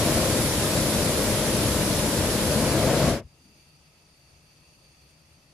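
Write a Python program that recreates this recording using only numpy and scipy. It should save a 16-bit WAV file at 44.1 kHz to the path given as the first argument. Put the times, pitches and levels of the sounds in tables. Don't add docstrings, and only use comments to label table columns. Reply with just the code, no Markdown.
import sys
import numpy as np
from scipy import signal
from scipy.fft import rfft, irfft
from scipy.io import wavfile
from scipy.ndimage import uniform_filter1d

SR = 44100
rng = np.random.default_rng(int(sys.argv[2]) if len(sys.argv) > 2 else 0)


def output_pcm(signal):
    pcm = np.clip(np.atleast_2d(signal).T, -1, 1) * 32767
    wavfile.write(sys.argv[1], SR, np.round(pcm).astype(np.int16))


N = 243873
T = np.arange(N) / SR
HOP = 128
HISS_HZ, HISS_S = np.fft.rfftfreq(4 * HOP, 1 / SR), np.arange(N // HOP + 5) * HOP / SR
BASS_HZ, BASS_S = np.fft.rfftfreq(32 * HOP, 1 / SR), np.arange(N // HOP // 8 + 5) * 8 * HOP / SR
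SHUT_S, CLOSING_S = 3.215, 0.13

# frequency_hz, relative_db
ROAR_SPECTRUM = [(20, -29), (40, -8.5), (70, -2), (110, -1), (180, -5.5), (270, -9), (365, -7.5),
                 (410, -5.5), (625, -7), (735, -14.5), (940, -14), (1200, -18.5), (1800, -21), (2600, -26),
                 (8000, -75)]
# centre_hz, width_hz, relative_db
ROAR_RESONANCES = [(142, 33, 0), (222.4, 42, -.3), (312.6, 47, -2), (515, 48, -5), (616, 64, -5),
                   (685, 33, -17.5), (1044, 39, -15), (1335, 48, -21)]
# time_s, above_steady_db
BLAZE_CURVE = [(.22, 2), (.42, 0.1), (2.45, 0), (2.95, 3.9), (3.1, 3)]
# frequency_hz, left_minus_right_db
ROAR_BALANCE = [(50, 3), (500, 4), (1200, 3), (2500, 2.5)]
# frequency_hz, coherence_ratio
ROAR_COHERENCE = [(100, .999), (550, 1), (1100, 0.89), (2500, 0.83)]
# peak_s, level_db, boom_hz, spread_s
FLAME_PUFFS = [(.81, -25.5, 139, 0.023), (1.07, -31, 135, 0.026), (1.54, -25, 120, 0.013),
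               (1.65, -29.5, 120, .016), (2.2, -29, 120, 0.0088), (3.246, -47.5, 78, .029),
               (3.47, -62, 238, 0.091), (4.35, -62, 80, 0.035)]
# frequency_hz, relative_db
JET_SPECTRUM = [(300, -28), (900, -4.5), (1800, -1.5), (2800, -1.5), (4400, 0), (5500, -0.5), (6300, -2.5),
                (7400, -0.5), (8300, -4), (9600, 1.5), (10600, 1), (12000, -5), (13200, -7), (14300, -9.5)]
# frequency_hz, left_minus_right_db
JET_BALANCE = [(1500, -1.5), (5000, -0.5), (9300, 0.9), (11000, -3.5), (14000, -4.5)]
# frequency_hz, coherence_ratio
JET_COHERENCE = [(800, 0.5), (2500, 0.029), (6000, 0.015), (14000, 0)]
# frequency_hz, relative_db
PILOT_SPECTRUM = [(500, -17), (1500, -14.5), (2100, -11), (3100, -12), (3900, -14), (5500, -13),
                  (7000, -16), (7900, -17), (8300, -24), (8900, -15), (10300, -17), (11100, -24),
                  (12700, -26), (14300, -32)]
# centre_hz, width_hz, relative_db
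TUBE_MODES = [(1890, 130, -13.5), (2360, 150, -6.5), (2640, 120, -1.5), (3470, 200, -12.5),
              (4540, 175, 0.7), (4800, 170, -4), (5800, 190, -8.5), (6360, 360, -10), (9130, 480, -10),
              (11600, 550, -15), (13450, 400, -23)]
# time_s, gain_db
TUBE_RING_CURVE = [(3.25, -3.5), (3.55, 2), (3.87, -2), (4.65, 1), (5.1, 0), (5.5, -3)]
# frequency_hz, left_minus_right_db
PILOT_BALANCE = [(100, 3.5), (700, 4), (2000, 1), (4600, -2), (5800, 1), (8000, 0.5), (9100, 3),
                 (11500, -2), (13500, -4)]
# frequency_hz, coherence_ratio
PILOT_COHERENCE = [(150, 0.99), (450, 0.83), (800, .5), (1400, 0.098), (4600, 0.21), (8000, .05)]
# frequency_hz, relative_db
FLUTTER_SPECTRUM = [(20, -18), (48, -15), (95, -8), (190, -10), (260, -12), (400, -15.5), (620, -13.5),
                    (720, -17), (950, -17.5), (1100, -21.5), (1600, -28), (4000, -46.5)]
# centre_hz, width_hz, relative_db
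FLUTTER_HUMS = [(71, 18, 2.5), (135, 22, 0), (155.6, 15, 0.5), (274, 18, -15.5), (338, 30, -11.5),
                (1270, 78, -15.5)]


def flame_roar(steady_db=-25, flicker_db=0.78, stretch_per_db=0.0271, lag_s=0.029):
    stretch = 0.97 + stretch_per_db * curve_at(BLAZE_CURVE, BASS_S)[:, None]
    field_db = resonant_spectrum(ROAR_SPECTRUM, ROAR_RESONANCES, BASS_HZ / stretch)
    field_db -= 10 * np.log10(stretch)
    level_db = steady_db + curve_at(BLAZE_CURVE, T) + flicker_db * eddies(T, corner_hz=70)
    fuel = valve_opening(T - lag_s) ** 1.6
    return stereo_noise(field_db, ROAR_COHERENCE, ROAR_BALANCE, BASS_HZ) * gain_of(level_db) * fuel


def gas_jets(start_db=-31, sag_db_per_s=-0.61, sputter_db=0.32, dull_from_s=2.5, dull_db_per_s=-5.5):
    treble_db = -1.1 + dull_db_per_s * np.maximum(HISS_S - dull_from_s, 0)
    treble_db -= 5 * (1 - valve_opening(HISS_S)) ** 2
    treble_share = np.clip((HISS_HZ - 5000) / 5000, 0, 1)
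    field_db = spectrum_at(JET_SPECTRUM, HISS_HZ) + treble_db[:, None] * treble_share
    field_db += 1.02 * hiss_swells()
    flow_db = start_db + sag_db_per_s * T + sputter_db * eddies(T, corner_hz=25)
    lean_left = gain_of([[0.32], [-0.32]])
    hiss = stereo_noise(field_db, JET_COHERENCE, JET_BALANCE, HISS_HZ) * lean_left
    return hiss * gain_of(flow_db) * valve_opening(T)


def valve_opening(t):
    return np.clip((SHUT_S - t) / CLOSING_S, 1e-4, 1)


def puff(peak_s, level_db, boom_hz, spread_s, top_hz=400, width_octaves=0.58):
    octaves = np.log2((BASS_HZ + 1) / boom_hz)
    band_db = -20 * np.log10(1 + (octaves / width_octaves) ** 2)
    rolloff_db = -20 * np.log10(1 + (BASS_HZ / top_hz) ** 2)
    field_db = np.tile(band_db + rolloff_db, (len(BASS_S), 1))
    boom = stereo_noise(field_db, ROAR_COHERENCE, ROAR_BALANCE, BASS_HZ)
    return gain_of(level_db) * boom * np.exp(-((T - peak_s) / spread_s) ** 2 / 2)


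def pilot_hiss(settled_db=-64, dip_db=-5, recover_s=0.089, sharp_share=0.04, settle_s=0.35):
    sharpening = 1 + sharp_share * np.exp(-np.maximum(HISS_S - SHUT_S, 0) / settle_s)
    ring_db = curve_at(TUBE_RING_CURVE, HISS_S)
    modes = []
    for centre_hz, width_hz, relative_db in TUBE_MODES:
        drifting_db = relative_db + ring_db + 1.2 * eddies(HISS_S, corner_hz=3)
        modes.append((centre_hz * sharpening[:, None], width_hz, drifting_db[:, None]))
    waver_db = 0.6 * eddies(HISS_S, corner_hz=12)[:, None]
    field_db = resonant_spectrum(PILOT_SPECTRUM, modes, HISS_HZ) + waver_db + 0.8 * hiss_swells()
    flow_db = settled_db + dip_db * np.exp(-np.maximum(T - SHUT_S, 0) / recover_s)
    return stereo_noise(field_db, PILOT_COHERENCE, PILOT_BALANCE, HISS_HZ) * gain_of(flow_db)


def pilot_flutter(start_db=-61.5, grow_db_per_s=0.46):
    waver_db = 0.5 * eddies(BASS_S, corner_hz=10)[:, None]
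    field_db = resonant_spectrum(FLUTTER_SPECTRUM, FLUTTER_HUMS, BASS_HZ) + waver_db
    level_db = start_db + grow_db_per_s * np.maximum(T - SHUT_S, 0)
    return stereo_noise(field_db, PILOT_COHERENCE, PILOT_BALANCE, BASS_HZ) * gain_of(level_db)


def eddies(t, corner_hz):
    hz = np.fft.rfftfreq(len(t), t[1] - t[0])
    white = rfft(rng.standard_normal(len(t)))
    return unit_rms(irfft(white * (hz > 2) / np.hypot(1, hz / corner_hz), len(t)))


def hiss_swells():
    white = rng.standard_normal((len(HISS_S), len(HISS_HZ)))
    slow = uniform_filter1d(white, size=14, axis=0)
    return unit_rms(uniform_filter1d(slow, size=5, axis=1))


def stereo_noise(field_db, coherence, balance, hz):
    a, b, c, d = rng.standard_normal((4, *field_db.shape))
    left, independent = a + 1j * b, c + 1j * d
    shared = np.clip(spectrum_at(coherence, hz), -1, 1)
    right = shared * left + np.sqrt(1 - shared ** 2) * independent
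    lean = gain_of(spectrum_at(balance, hz) / 2)
    spectra = np.array([left * lean, right / lean]) * gain_of(field_db)
    size = 2 * (len(hz) - 1)
    _, sound = signal.istft(spectra, nperseg=size, noverlap=size - size // 4, time_axis=1, freq_axis=2)
    return sound[:, :N] / sound[:, :N].mean(0).std()


def resonant_spectrum(base, peaks, hz):
    peak_power = sum(gain_of(db) ** 2 / (1 + 2 * ((hz - centre_hz) / width_hz) ** 2) ** 2
                     for centre_hz, width_hz, db in peaks)
    return 10 * np.log10(gain_of(spectrum_at(base, hz)) ** 2 + peak_power)


def spectrum_at(points, hz):
    point_hz, values = np.transpose(points)
    return np.interp(np.log(hz + 1), np.log(point_hz), values)


def curve_at(points, t):
    return np.interp(t, *np.transpose(points))


def gain_of(db):
    return 10 ** (np.asarray(db) / 20)


def unit_rms(x):
    return x / np.sqrt(np.mean(x ** 2) + 1e-20)


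def scene():
    burner = gas_jets() + flame_roar() + sum(puff(*row) for row in FLAME_PUFFS)
    return burner + pilot_hiss() + pilot_flutter()


def record(dry):
    lowpass = signal.firwin(1023, cutoff=14320, window=("kaiser", 9), fs=SR)
    return signal.oaconvolve(dry, lowpass[None], "same")


dry = scene()
out = record(dry)
output_pcm(out)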